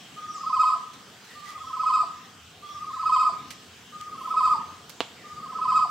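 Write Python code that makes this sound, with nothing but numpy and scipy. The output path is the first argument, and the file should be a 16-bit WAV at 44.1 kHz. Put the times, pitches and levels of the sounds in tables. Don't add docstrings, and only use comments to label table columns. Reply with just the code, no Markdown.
import sys
import numpy as np
from scipy import signal
from scipy.fft import rfft, irfft, next_fast_len
from scipy.io import wavfile
from scipy.ndimage import uniform_filter1d, map_coordinates

SR = 44100
rng = np.random.default_rng(int(sys.argv[2]) if len(sys.argv) > 2 else 0)


def unload_audio(sound):
    columns = np.transpose(np.atleast_2d(sound))
    steps = np.round(np.clip(columns, -1, 1) * 32767)
    wavfile.write(sys.argv[1], SR, steps.astype(np.int16))


N = 260190
T = np.arange(N) / SR


def amp(db):
    return 10 ** (np.asarray(db) / 20)


def unit_rms(x):
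    return x / np.sqrt(np.mean(x ** 2) + 1e-20)


def at_hz(points, hz):
    knots_hz, values = np.transpose(points)
    return np.interp(np.log(hz + 1), np.log(knots_hz + 1), values)


def curve(points):
    return np.interp(T, *np.transpose(points))


def wobble(rate_hz):
    return map_coordinates(rng.standard_normal(int(N * rate_hz / SR) + 4), [T * rate_hz])


def filtered(x, response):
    n = x.shape[-1]
    size = next_fast_len(n + 8192)
    return irfft(rfft(x, size) * response(np.fft.rfftfreq(size, 1 / SR)), size)[..., :n]


def panned(x, left_db):
    return x * amp([[left_db / 2], [-left_db / 2]])


# (frequency [Hz], left-right coherence [0..1])
COHERENCE = [(30, 0.61), (70, 1), (500, 0.94), (1100, 0.71), (2000, 0.6), (4000, 0.63), (8000, 0.27),
             (12000, .05)]
def diffuse(pair):
    angle = lambda hz: np.arccos(np.clip(at_hz(COHERENCE, hz), -1, 1)) / 2
    mid, side = filtered(pair, lambda hz: np.array([np.cos(angle(hz)), np.sin(angle(hz))]))
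    return np.array([mid + side, mid - side])


def patchy_noise(spectrum, patchy_db):
    bins = signal.stft(rng.standard_normal((2, N)), nperseg=512)[2]
    patches = uniform_filter1d(rng.standard_normal(bins.shape[1:]), size=5, axis=0)
    patches = uniform_filter1d(patches, size=16, axis=1)
    pair = signal.istft(bins * amp(patchy_db * unit_rms(patches)), nperseg=512)[1][:, :N]
    return unit_rms(filtered(diffuse(pair), lambda hz: amp(at_hz(spectrum, hz))))


# (frequency [Hz], relative density [dB])
FOLIAGE_SPECTRUM = [(400, -22.5), (800, -3), (1500, -0.5), (2400, -2), (3200, 1), (4200, -5), (5500, -5),
                    (7000, -7.5), (8300, -8.5), (9200, -23.5), (10000, -15.5), (11000, -19.5),
                    (15500, -17.5)]
# (time [s], level [dB])
FOLIAGE_DB = [(0, -49.5), (1, -50), (1.6, -49), (2.4, -51.5), (3, -50), (3.8, -50), (4.7, -50.5),
              (5.9, -50.5)]
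def foliage():
    return amp(curve(FOLIAGE_DB)) * patchy_noise(FOLIAGE_SPECTRUM, patchy_db=2)


# (frequency [Hz], relative density [dB])
RUMBLE_SPECTRUM = [(40, -51), (95, -12), (125, -3), (170, 0.5), (250, -1.5), (340, -7), (450, -4.5),
                   (600, -12.5), (750, -6.5), (950, -28), (1500, -49)]
# (time [s], level [dB])
RUMBLE_DB = [(0, -54), (.8, -56), (2.7, -57), (3.3, -53.5), (3.8, -54.5), (4.3, -52), (5.2, -53),
             (5.9, -51)]
def rumble():
    return amp(curve(RUMBLE_DB) + 0.78 * wobble(7)) * patchy_noise(RUMBLE_SPECTRUM, patchy_db=2)


# (frequency [Hz], relative density [dB])
DRONE_SPECTRUM = [(20, -32.5), (50, -25), (64, -19), (82, 0.5), (100, -5), (125, -6.5), (200, -31.5),
                  (500, -70.5)]
# (time [s], level [dB])
DRONE_DB = [(0, -69.5), (1.3, -65), (2, -61.5), (5.9, -64.5)]
def drone():
    return amp(curve(DRONE_DB)) * patchy_noise(DRONE_SPECTRUM, patchy_db=2.5)


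# (frequency [Hz], T60 [s])
FOREST_T60_S = [(200, 0.14), (880, 0.61), (1150, 0.66), (4800, 0.42), (8000, 0.38), (14000, 0.07)]
def forest(x):
    hz, t, bins = signal.stft(rng.standard_normal((2, SR * 3 // 4)), SR, nperseg=256)
    envelope = amp(-60 * t / at_hz(FOREST_T60_S, hz)[:, None]) * (1 - np.exp(-t / 0.013))
    tail = diffuse(signal.istft(bins * envelope, SR, nperseg=256)[1])
    return signal.fftconvolve(x[None], tail / np.linalg.norm(tail[0]), axes=1)[:, :N]


# (time [s], length [s], start pitch [Hz], end pitch [Hz], relative level [dB])
BIRD_CHIRPS = [(0, 0.1, 3324, 3120, -55.5), (0.275, 0.071, 5750, 5630, -53),
               (0.332, 0.065, 8760, 6030, -52), (0.328, 0.2, 5150, 5050, -55),
               (1.279, 0.063, 1919, 1865, -53), (1.33, .09, 4450, 4260, -59.5),
               (1.449, 0.055, 1921, 2060, -51), (1.62, .12, 5400, 5400, -66),
               (2.627, .1, 3260, 3375, -54.5), (2.685, .09, 5700, 5390, -59), (3.35, .13, 3650, 3800, -60),
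               (4.92, .18, 7180, 7180, -62), (5.162, 0.08, 2520, 1760, -55)]
def small_birds(waver=0.038):
    song = np.zeros(N)
    quaver = 1 + waver * wobble(400)
    for start_s, length_s, start_hz, end_hz, db in BIRD_CHIRPS:
        span = (T >= start_s) & (T < start_s + length_s)
        progress = (T[span] - start_s) / length_s
        pitch_hz = (end_hz + (start_hz - end_hz) * (1 - progress) ** 1.6) * quaver[span]
        envelope = amp(db) * np.sqrt(2 * np.abs(np.sin(np.pi * progress)))
        song[span] += envelope * np.sin(2 * np.pi * np.cumsum(pitch_hz) / SR)
    return amp(0.5) * song + amp(-2.5) * forest(song)


NOTE_S, SLOWING_S, RELEASE_S = .063, .0015, .18
CREST_HZ, DIP_HZ = 1276, 1024
FIRST_DIP_DEPTH_HZ, LAST_CREST_DROP_HZ = 20, 38.06
DIP_DB, SCATTER_DB, SCATTER_HZ = -3.5, .6, 3
def notes(start_s, first_dip_s, last_dip_s, opening_hz, opening_s, soft_db, climax_s, swell_s, climax_db):
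    run_s = last_dip_s - first_dip_s
    n = round(run_s / NOTE_S)
    k = np.arange(n + 2)
    dip_s = np.append(start_s, first_dip_s + run_s * k / n - SLOWING_S * k * (n - k) / 2)
    crest_s = (dip_s[:-1] + dip_s[1:]) / 2
    effort = lambda t: 1 / (1 + ((t - climax_s) / np.where(t < climax_s, swell_s, RELEASE_S)) ** 2)
    level_db = lambda t: blend(soft_db, climax_db, effort(t))
    width = lambda t: 1 - np.exp(-((t - start_s) / opening_s) ** 4)
    pitch_jitter, level_jitter = rng.standard_normal((len(crest_s), 2)).T
    dip_hz = blend(opening_hz - FIRST_DIP_DEPTH_HZ, DIP_HZ, width(dip_s))
    crest_hz = blend(opening_hz, CREST_HZ, width(crest_s)) + SCATTER_HZ * pitch_jitter
    crest_hz[-1] -= LAST_CREST_DROP_HZ
    crest_db = level_db(crest_s) + SCATTER_DB * level_jitter
    return dip_s, dip_hz, level_db(dip_s) + DIP_DB, crest_hz, crest_db


def blend(a, b, share):
    return a * (1 - share) + b * share


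BREAK_BEFORE_S, BREAK_AFTER_S = 0.017, 0.01435
SHORT_BREAK_S, DEEP_BREAK_S, SHALLOW_BREAK_S = .0042, .006, .0105
def voice_breaks(t, dip_s, depth):
    def notches(at_s, share, width_s):
        return np.prod(1 - share * np.exp(-((t[:, None] - at_s) / width_s) ** 2), axis=1)
    before = notches(dip_s - BREAK_BEFORE_S * depth, depth, SHORT_BREAK_S)
    after = notches(dip_s + BREAK_AFTER_S * depth, 1, blend(SHALLOW_BREAK_S, DEEP_BREAK_S, depth))
    return before * after


FLIP_HEIGHT, DOME_SHARE, NOTE_RISE_DB = .65, .065, 5.5
SLUR_S, SLUR_FADE_S, SAG_PER_S = .017, .012, 3.5
def warble(call):
    *phrase, end_s, end_hz, end_db = call
    dip_s, dip_hz, dip_db, crest_hz, crest_db = notes(*phrase)
    span = (T >= dip_s[0]) & (T < end_s + 3 * SLUR_FADE_S)
    t = T[span]
    position = np.interp(t, dip_s, np.arange(len(dip_s)))
    note = np.minimum(position.astype(int), len(crest_hz) - 1)
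    height = np.abs(np.sin(np.pi * position))
    arch = 1 - np.exp(-(height / FLIP_HEIGHT) ** 3)
    slur = np.clip(1 + (t - end_s) / SLUR_S, 0, 1)
    crest = arch * (1 - slur)
    flip = lambda dips, crests: blend(np.interp(t, dip_s, dips), crests[note], arch)
    depth = 1 - np.exp(-np.abs(crest_hz - dip_hz[:-1]) / 110)
    dome = 1 + DOME_SHARE * depth[note] * crest * (height ** 2 - .8)
    dying_s = np.maximum(t - end_s, 0)
    pitch_hz = blend(flip(dip_hz, crest_hz), end_hz, slur ** 2) * dome * np.exp(-SAG_PER_S * dying_s)
    level_db = blend(flip(dip_db, crest_db), end_db, slur)
    level_db += NOTE_RISE_DB * crest * (position - note - .5)
    attack = 1 - np.exp(-(t - dip_s[0]) / 0.0064)
    fade = np.exp(-(dying_s / SLUR_FADE_S) ** 2)
    gate = attack * fade * voice_breaks(t, dip_s[1:-1], depth[1:])
    return span, pitch_hz, amp(level_db) * gate, crest


# (harmonic number, base level [dB], effort exponent)
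HARMONICS = [(2, -28.7, 0.7), (3, -33, 1.2), (4, -36.5, .02), (5, -44, .6), (6, -34, 1.9), (7, -46.5, 1.1),
             (9, -50.5, 1.6)]
# (frequency [Hz], gain [dB])
THROAT_DB = [(2000, 3.5), (2550, 3), (3150, 16.5), (3800, -3), (4550, 3.5), (5150, 3.5), (6300, -1),
             (7100, 4.5), (7700, -1), (8800, -14.5), (11500, -4)]
def overtones(pitch_hz, phase, effort):
    return sum(amp(db + at_hz(THROAT_DB, k * pitch_hz)) * effort ** growth * np.sin(k * phase)
               for k, db, growth in HARMONICS)


# (centre [Hz], width [Hz], gain [dB])
BILL_RESONANCES = [(4640, 600, -3.5), (7950, 1000, -9.5), (11950, 430, -20)]
def bill(hz):
    return sum(amp(db) / (1 + (2 * (hz - centre_hz) / width_hz) ** 2)
               for centre_hz, width_hz, db in BILL_RESONANCES)


# (start [s], first dip [s], last dip [s], opening pitch [Hz], opening time [s],
# effortless level [dB], climax [s], swell [s], climax level [dB],
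# slur bottom [s], slur pitch [Hz], slur level [dB], rasp [dB])
PARTRIDGE_CALLS = [(.161, .205, .712, 1238, .25, -45.5, .63, .205, -16.2, .756, 699.3, -44, 0),
                   (1.348, 1.41, 1.981, 1203, .228, -46, 1.928, 0.21, -18, 2.035, 697.4, -41, 1),
                   (2.621, 2.677, 3.241, 1195, .265, -45, 3.185, .24, -16.2, 3.297, 687.4, -42, 1),
                   (3.92, 3.982, 4.485, 1221, .238, -45.5, 4.447, 0.2, -17.2, 4.553, 905.6, -29.5, -1.5),
                   (5.237, 5.288, 5.8, 1212, .205, -48.5, 5.757, .23, -17, 5.855, 725, -38, 0)]
def partridge(full_effort_db=-18, edge_db=0.5, dip_edge_db=-8, hiss_db=-49.5, ring_db=4.0):
    pitch_hz, strength, crest, rasp = np.zeros((4, N))
    for *call, rasp_db in PARTRIDGE_CALLS:
        span, *controls = warble(call)
        pitch_hz[span], strength[span], crest[span] = controls
        rasp[span] = amp(rasp_db)
    pitch_hz *= 1 + .004 * wobble(250)
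    strength *= amp(.7 * wobble(200))
    phase = 2 * np.pi * np.cumsum(pitch_hz) / SR
    effort = strength / amp(full_effort_db)
    whistle = np.sqrt(2) * strength * np.sin(phase)
    edge = overtones(pitch_hz, phase, effort)
    edge *= amp(edge_db + dip_edge_db * (1 - crest)) * np.sqrt(2) * strength * rasp
    hiss = amp(hiss_db) * effort * rasp * unit_rms(filtered(rng.standard_normal(N), bill))
    direct = whistle + edge + amp(-5) * hiss
    beamed = amp(ring_db) * filtered(edge, bill) + hiss
    scattered = forest(amp(-13) * direct + beamed)
    return panned(direct + trunks(direct) + scattered, left_db=-0.5)


# (delay [s], gain [dB], left over right [dB])
TRUNK_ECHOES = [(0.013, -19.5, 19.5), (0.021, -14, -7.5), (.0365, -21.5, 8), (.058, -14.5, -11.5)]
def trunks(x):
    return sum(panned(amp(db) * np.interp(T - delay_s, T, x, left=0), left_db)
               for delay_s, db, left_db in TRUNK_ECHOES)


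# (frequency [Hz], relative density [dB])
LITTER_SPECTRUM = [(30, -45), (400, -11.5), (1500, -2), (4000, -2), (8000, -5.5), (10000, -10.5),
                   (15000, -16.5)]
def crackle(bursts, envelope, spiky_db):
    out = np.zeros((2, N + SR))
    n = SR // 3
    for start_s, length_s, db, treble_db in bursts:
        noise = rng.standard_normal((2, n))
        spikes = amp(spiky_db * np.repeat(rng.standard_normal(n), 16)[:n])
        tilt = [(6000, 0.004), (13000, treble_db)]
        colour = lambda hz: amp(at_hz(LITTER_SPECTRUM, hz) + at_hz(tilt, hz))
        grains = unit_rms(filtered(diffuse(noise * spikes), colour))
        out[:, round(start_s * SR):][:, :n] += amp(db) * envelope(T[:n] / length_s) * grains
    return out[:, :N]


# (time [s], length [s], level [dB], treble tilt [dB])
LEAF_TICKS = [(.931, .025, -49, -3), (1.178, .02, -68, 17), (1.392, 0.025, -60, 16), (3.504, .018, -37, 1),
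              (3.516, 0.035, -48.5, 1.5), (4.0111, 0.0034, -37.5, -2), (4.8948, 0.0051, -38.5, 10.5),
              (4.898, 0.014, -42, 1.5), (4.908, 0.04, -55.5, 5)]
# (time [s], length [s], level [dB], treble tilt [dB])
LEAF_RUSTLES = [(1.23, 0.16, -54.5, -1), (1.44, 0.1, -48.5, -4), (2.67, 0.096, -60, -2.5),
                (4.17, .17, -56, 10.5), (4.38, 0.2, -55.5, 2)]
def leaves():
    snap = lambda u: 4 * u * np.exp(1 - 4 * u)
    swell = lambda u: np.sqrt(np.abs(np.sin(np.pi * np.minimum(u, 1))))
    ticks = crackle(LEAF_TICKS, snap, spiky_db=-0.5)
    rustles = crackle(LEAF_RUSTLES, swell, spiky_db=5)
    litter = panned(ticks + rustles, left_db=-4.5)
    return litter + amp(-16) * forest(litter.mean(0))


# (frequency [Hz], relative density [dB])
KNOCK_SPECTRUM = [(80, -29.5), (180, -15.5), (300, -0.5), (600, -0.5), (1100, -3.5), (1600, -13),
                  (2100, -12.5), (3000, -6), (4200, -12), (6000, -26.5), (8000, -27.5), (10000, -41),
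                  (15000, -40.5)]
def knock(time_s=5.0056, gain_db=16, bounce_s=0.00411, bounce_db=-5, bounce_cutoff_hz=1100):
    size = 4096
    cepstrum = irfft(np.log(amp(at_hz(KNOCK_SPECTRUM, np.fft.rfftfreq(size, 1 / SR)))))
    cepstrum[1:size // 2] *= 2
    cepstrum[size // 2 + 1:] = 0
    blow = amp(gain_db) * irfft(np.exp(rfft(cepstrum)))
    bounce = amp(bounce_db) * signal.lfilter(*signal.butter(2, bounce_cutoff_hz, fs=SR), blow)
    direct = np.zeros(N)
    direct[round(time_s * SR):][:size] += blow
    direct[round((time_s + bounce_s) * SR):][:size] += bounce
    bright = signal.lfilter(*signal.butter(1, 2500, 'high', fs=SR), direct)
    spray = diffuse(rng.standard_normal((2, SR // 6))) * amp(-60 * T[:SR // 6] / 0.11)
    near = amp(-1.5) * signal.fftconvolve(bright[None], spray / np.linalg.norm(spray[0]), axes=1)[:, :N]
    return panned(direct, left_db=-4) + panned(near, left_db=-6.5) + amp(-11) * forest(bright)


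def scene():
    return partridge() + small_birds() + leaves() + knock() + drone() + rumble() + foliage()


TOP_HZ = 15800
def record(dry):
    return filtered(dry, lambda hz: hz < TOP_HZ)


dry = scene()
out = record(dry)
unload_audio(out)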